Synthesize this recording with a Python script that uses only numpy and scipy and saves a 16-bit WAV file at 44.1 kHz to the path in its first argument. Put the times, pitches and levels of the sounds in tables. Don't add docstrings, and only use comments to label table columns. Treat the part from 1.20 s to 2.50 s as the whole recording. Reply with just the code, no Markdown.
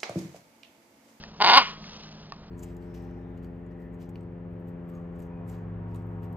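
import sys
import numpy as np
from scipy import signal
from scipy.io import wavfile
from scipy.ndimage import map_coordinates

SR = 44100
rng = np.random.default_rng(int(sys.argv[2]) if len(sys.argv) > 2 else 0)


def transcribe(signal):
    frames = np.atleast_2d(signal).T
    limited = np.clip(frames, -1, 1)
    pcm = np.round(limited * 32767).astype(np.int16)
    wavfile.write(sys.argv[1], SR, pcm)


N = 57330
T = np.arange(N) / SR

# (time [s], frequency [Hz])
PULSE_RATE = [(.198, 200), (.226, 212), (.243, 220), (.255, 168), (.267, 172), (.28, 198), (.3, 219),
              (.32, 220), (.335, 233), (.355, 252), (.373, 288), (.386, 243), (.402, 268), (.43, 190)]
# (time [s], relative level [dB])
EFFORT = [(.198, -25.5), (.203, -5.5), (.209, -8), (.213, -2), (.224, 1.5), (.232, -23.5), (.244, 3),
          (.256, -10), (.262, -2), (.275, -4.5), (.296, 1), (.312, -4), (.337, 0), (.36, -1.5), (.383, 2.5),
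          (.392, -5.5), (.408, -8), (.43, -9)]
# (time [s], roughness [0-1])
ROUGHNESS = [(.2, 0.7), (.225, 0.07), (.25, 0.9), (.31, 0.9), (.345, .35), (.375, 0.1), (.41, .7)]
# (time [s], frequency [Hz])
THROAT_GLIDE = [(.2, 900), (.32, 935), (.38, 981), (.43, 1126)]
# (frequency ratio [1], bandwidth [Hz], gain [dB])
THROAT_CAVITIES = [(0.892, 145, 13), (1.068, 120, 13)]
# (frequency [Hz], bandwidth [Hz], gain [dB])
BEAK_FORMANTS = [(1440, 80, 7), (1760, 100, 3), (2110, 130, 9), (2430, 120, 3), (2850, 90, 8),
                 (3110, 200, 5), (3630, 130, 8), (3880, 180, 4), (4500, 250, 8), (4760, 220, 7)]
JITTER_S, SHIMMER_DB = .00028, 1.8
EDGE_FROM_HZ, EDGE_PER_DB, EDGE_SCATTER_DB = 1170, .89, 3.5
SOFT_START_DB, SOFT_START_S = -30.5, .017
RASP_DB, RASP_DECAY_S = -24, .0014
VOICE_DB, VOICE_BOTTOM_HZ, VOICE_TOP_HZ = 6, 157, 5400

def squawk():
    span = T[(T >= PULSE_RATE[0][0]) & (T <= PULSE_RATE[-1][0])]
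    cycles = np.cumsum(at(PULSE_RATE, span)) / SR
    starts = np.interp(np.arange(int(cycles[-1]) + 1), cycles, span)
    timing, force, colour = rng.standard_normal((len(starts), 3)).T
    rough, effort_db = np.clip(at(ROUGHNESS, starts), 0, 1), at(EFFORT, starts)
    starts = starts + JITTER_S * rough * timing
    sizes = from_db(VOICE_DB + effort_db + SHIMMER_DB * rough * force)
    soft_db = SOFT_START_DB * np.clip(1 - (starts - span[0]) / SOFT_START_S, 0, 1)
    edges = from_db(soft_db + EDGE_PER_DB * effort_db + EDGE_SCATTER_DB * colour)
    puffs = signal.lfilter([1], [1, -np.exp(-1 / (RASP_DECAY_S * SR))], clicks(starts, sizes * edges))
    voice = highpass(from_db(RASP_DB) * puffs * rng.standard_normal(N), EDGE_FROM_HZ)
    for start, size, edge in zip(starts, sizes, edges):
        pulse = clicks(start, size)
        pulse = edge * pulse + (1 - edge) * lowpass(pulse, EDGE_FROM_HZ, order=1)
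        for ratio, width_hz, db in THROAT_CAVITIES:
            pulse = boost(pulse, ratio * at(THROAT_GLIDE, start), width_hz, db)
        voice += pulse
    for hz, width_hz, db in BEAK_FORMANTS:
        voice = boost(voice, hz, width_hz, db)
    return -lowpass(highpass(voice, VOICE_BOTTOM_HZ), VOICE_TOP_HZ, order=6)


# (time [s], level [dB])
RUSTLE_ENVELOPE = [(0, -49.5), (.05, -52), (.13, -59), (.18, -53.5), (.45, -37.5), (.58, -54), (.66, -47.5),
                   (.72, -47.5), (.78, -48), (.84, -47.5), (.9, -52.5), (1.0, -54.5), (1.1, -58.5),
                   (1.3, -65)]
# (frequency [Hz], relative level [dB])
RUSTLE_SPECTRUM = [(300, -9), (1000, -0.5), (2200, -8), (3200, 3), (4200, -7), (5400, 14), (6500, -32)]
GRAIN_DB, GRAIN_HZ = 2, 70

def feathers():
    hiss = noise(RUSTLE_SPECTRUM)
    grain = from_db(GRAIN_DB * drift(GRAIN_HZ))
    return from_db(at(RUSTLE_ENVELOPE, T)) * rms_one(hiss * grain)


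# (time [s], level [dB], knock frequency [Hz], click level relative to knock [dB])
TAPS = [(0.0378, -39.5, 1872, 7.5), (0.642, -40, 2190, 1.5), (1.1219, -28.5, 1145, -1.5)]
# (frequency [Hz], gain [dB], T60 [s])
TAP_MODES = [(684, -20, 0.075), (920, -12, .018), (1260, -8, 0.012), (1800, -7.5, 0.024),
             (2574, -3.5, 0.0091), (3900, -5.5, .004), (4640, 3, 0.0042)]
KNOCK_T60_S, TAP_BOTTOM_HZ = .022, 536

def taps():
    knocks = sum(ring(clicks(s, from_db(db)), hz, KNOCK_T60_S) for s, db, hz, _ in TAPS)
    starts, tap_db, _, click_db = np.transpose(TAPS)
    hits = clicks(starts, from_db(tap_db + click_db))
    modes = sum(from_db(db) * ring(hits, hz, t60) for hz, db, t60 in TAP_MODES)
    return -highpass(knocks + modes, TAP_BOTTOM_HZ)


# (delay [s], gain [dB])
ECHOES = [(.0028, -10.5), (.0054, -15), (0.0108, -18), (.0144, -12)]
# (frequency [Hz], gain [dB], T60 [s])
OBJECT_MODES = [(1105, -2.5, .4), (1259, 0.5, 0.86), (1278, -13, .4), (3305, -0.5, 0.69)]
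# (frequency [Hz], gain [dB])
TAIL_SPECTRUM = [(200, -18.5), (600, -4), (900, -16.5), (1200, -13), (2000, -9.5), (3000, -8),
                 (4500, -23.5), (6500, -17.5)]
# (frequency [Hz], T60 [s])
TAIL_T60 = [(200, .25), (700, 0.091), (1200, 0.46), (3000, .36), (6500, 0.75)]
TAIL_BUILD_S = .012

def kitchen(x):
    tail = 0
    for hz, band in bands():
        decay = np.log(1000) / at_hz(TAIL_T60, hz)
        gain = from_db(at_hz(TAIL_SPECTRUM, hz)) * np.sqrt(2 * decay / SR)
        tail = tail + gain * band * np.exp(-decay * T)
    tail = tail * np.clip(T / TAIL_BUILD_S, 0, 1) ** 2
    echoes = sum(from_db(db) * delayed(x, s) for s, db in ECHOES)
    ringing = sum(from_db(db) * resonate(x, hz, np.log(1000) / (np.pi * t60))
                  for hz, db, t60 in OBJECT_MODES)
    return echoes + ringing + signal.fftconvolve(x, tail)[:N]


# (frequency [Hz], level [dB], modulation depth [0-1])
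HUM_PARTIALS = [(59.2, -64, .4), (104.7, -63, 0.1), (155.5, -54, .15), (212.2, -54.5, 0.02),
                (425, -68.5, 0)]

def appliance():
    hum = 0
    for hz, db, depth in HUM_PARTIALS:
        waver = 1 + depth * (drift(rate_hz=1.7) + 1j * drift(rate_hz=3.4))
        tone = np.exp(2j * np.pi * (hz * T + rng.random()))
        hum = hum + from_db(db) * np.sqrt(2) * np.real(waver * tone)
    return hum


# (frequency [Hz], relative spectral density [dB])
AIR_SPECTRUM = [(25, 1), (60, -9), (120, -9.5), (190, 2), (300, -9.5), (600, -10.5), (1100, -14.5),
                (2000, -24), (5000, -27), (6500, -44.5)]
AIR_DB = -49.5

def room_noise():
    return from_db(AIR_DB) * noise(AIR_SPECTRUM)


def from_db(db):
    return 10 ** (np.asarray(db) / 20)


def rms_one(x):
    return x / np.sqrt(np.mean(x ** 2) + 1e-20)


def at(rows, s):
    return np.interp(s, *np.transpose(rows))


def at_hz(rows, hz):
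    freqs, values = np.transpose(rows)
    return np.interp(np.log(hz), np.log(freqs), values)


def drift(rate_hz):
    r = np.exp(-2 * np.pi * rate_hz / SR)
    return rms_one(signal.lfilter([1], [1, -2 * r, r * r], rng.standard_normal(2 * N))[N:])


def bands():
    edges = 20 * 2 ** (np.arange(27) / 3)
    white = rng.standard_normal((2, N + SR // 2))
    for k, (low, high) in enumerate(zip(edges, edges[1:])):
        bandpass = signal.butter(2, [low, high], "band", fs=SR, output="sos")
        yield np.sqrt(low * high), signal.sosfilt(bandpass, white[k % 2])[-N:]


def noise(spectrum):
    return rms_one(sum(from_db(at_hz(spectrum, hz)) * band for hz, band in bands()))


def clicks(s, sizes):
    samples = np.round(np.atleast_1d(s) * SR).astype(int)
    return np.bincount(samples, np.atleast_1d(sizes), N)[:N] + 1e-18


def resonate(x, hz, width_hz):
    r, w = np.exp(-np.pi * width_hz / SR), 2 * np.pi * hz / SR
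    return signal.lfilter(np.array([1, 0, -1]) * (1 - r * r) / 2, [1, -2 * r * np.cos(w), r * r], x)


def boost(x, hz, width_hz, db):
    return x + (from_db(db) - 1) * resonate(x, hz, width_hz)


def ring(x, hz, t60):
    r, w = np.exp(-np.log(1000) / (t60 * SR)), 2 * np.pi * hz / SR
    return signal.lfilter([0, np.sin(w)], [1, -2 * r * np.cos(w), r * r], x)


def delayed(x, s):
    return map_coordinates(x, [np.arange(N) - s * SR], order=3)


def lowpass(x, hz, order):
    return signal.sosfilt(signal.butter(order, hz, fs=SR, output="sos"), x)


def highpass(x, hz):
    return signal.sosfilt(signal.butter(2, hz, "high", fs=SR, output="sos"), x)


TAP_SEND_DB, PORT_LAG_S = -13, .000083

def scene():
    call, knocks = squawk(), taps()
    reverberation = kitchen(call + from_db(TAP_SEND_DB) * knocks)
    sound = call + knocks + reverberation + feathers() + appliance() + room_noise()
    return np.array([delayed(sound, PORT_LAG_S), sound])


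MIC_ROLLOFF_HZ, CEILING, CUTOFF_HZ = 6100, 1.5, 6250

def record(dry):
    rounded = CEILING * np.tanh(lowpass(dry, MIC_ROLLOFF_HZ, order=8) / CEILING)
    return signal.sosfilt(signal.ellip(8, .3, 80, CUTOFF_HZ, fs=SR, output="sos"), rounded)


dry = scene()
out = record(dry)
transcribe(out)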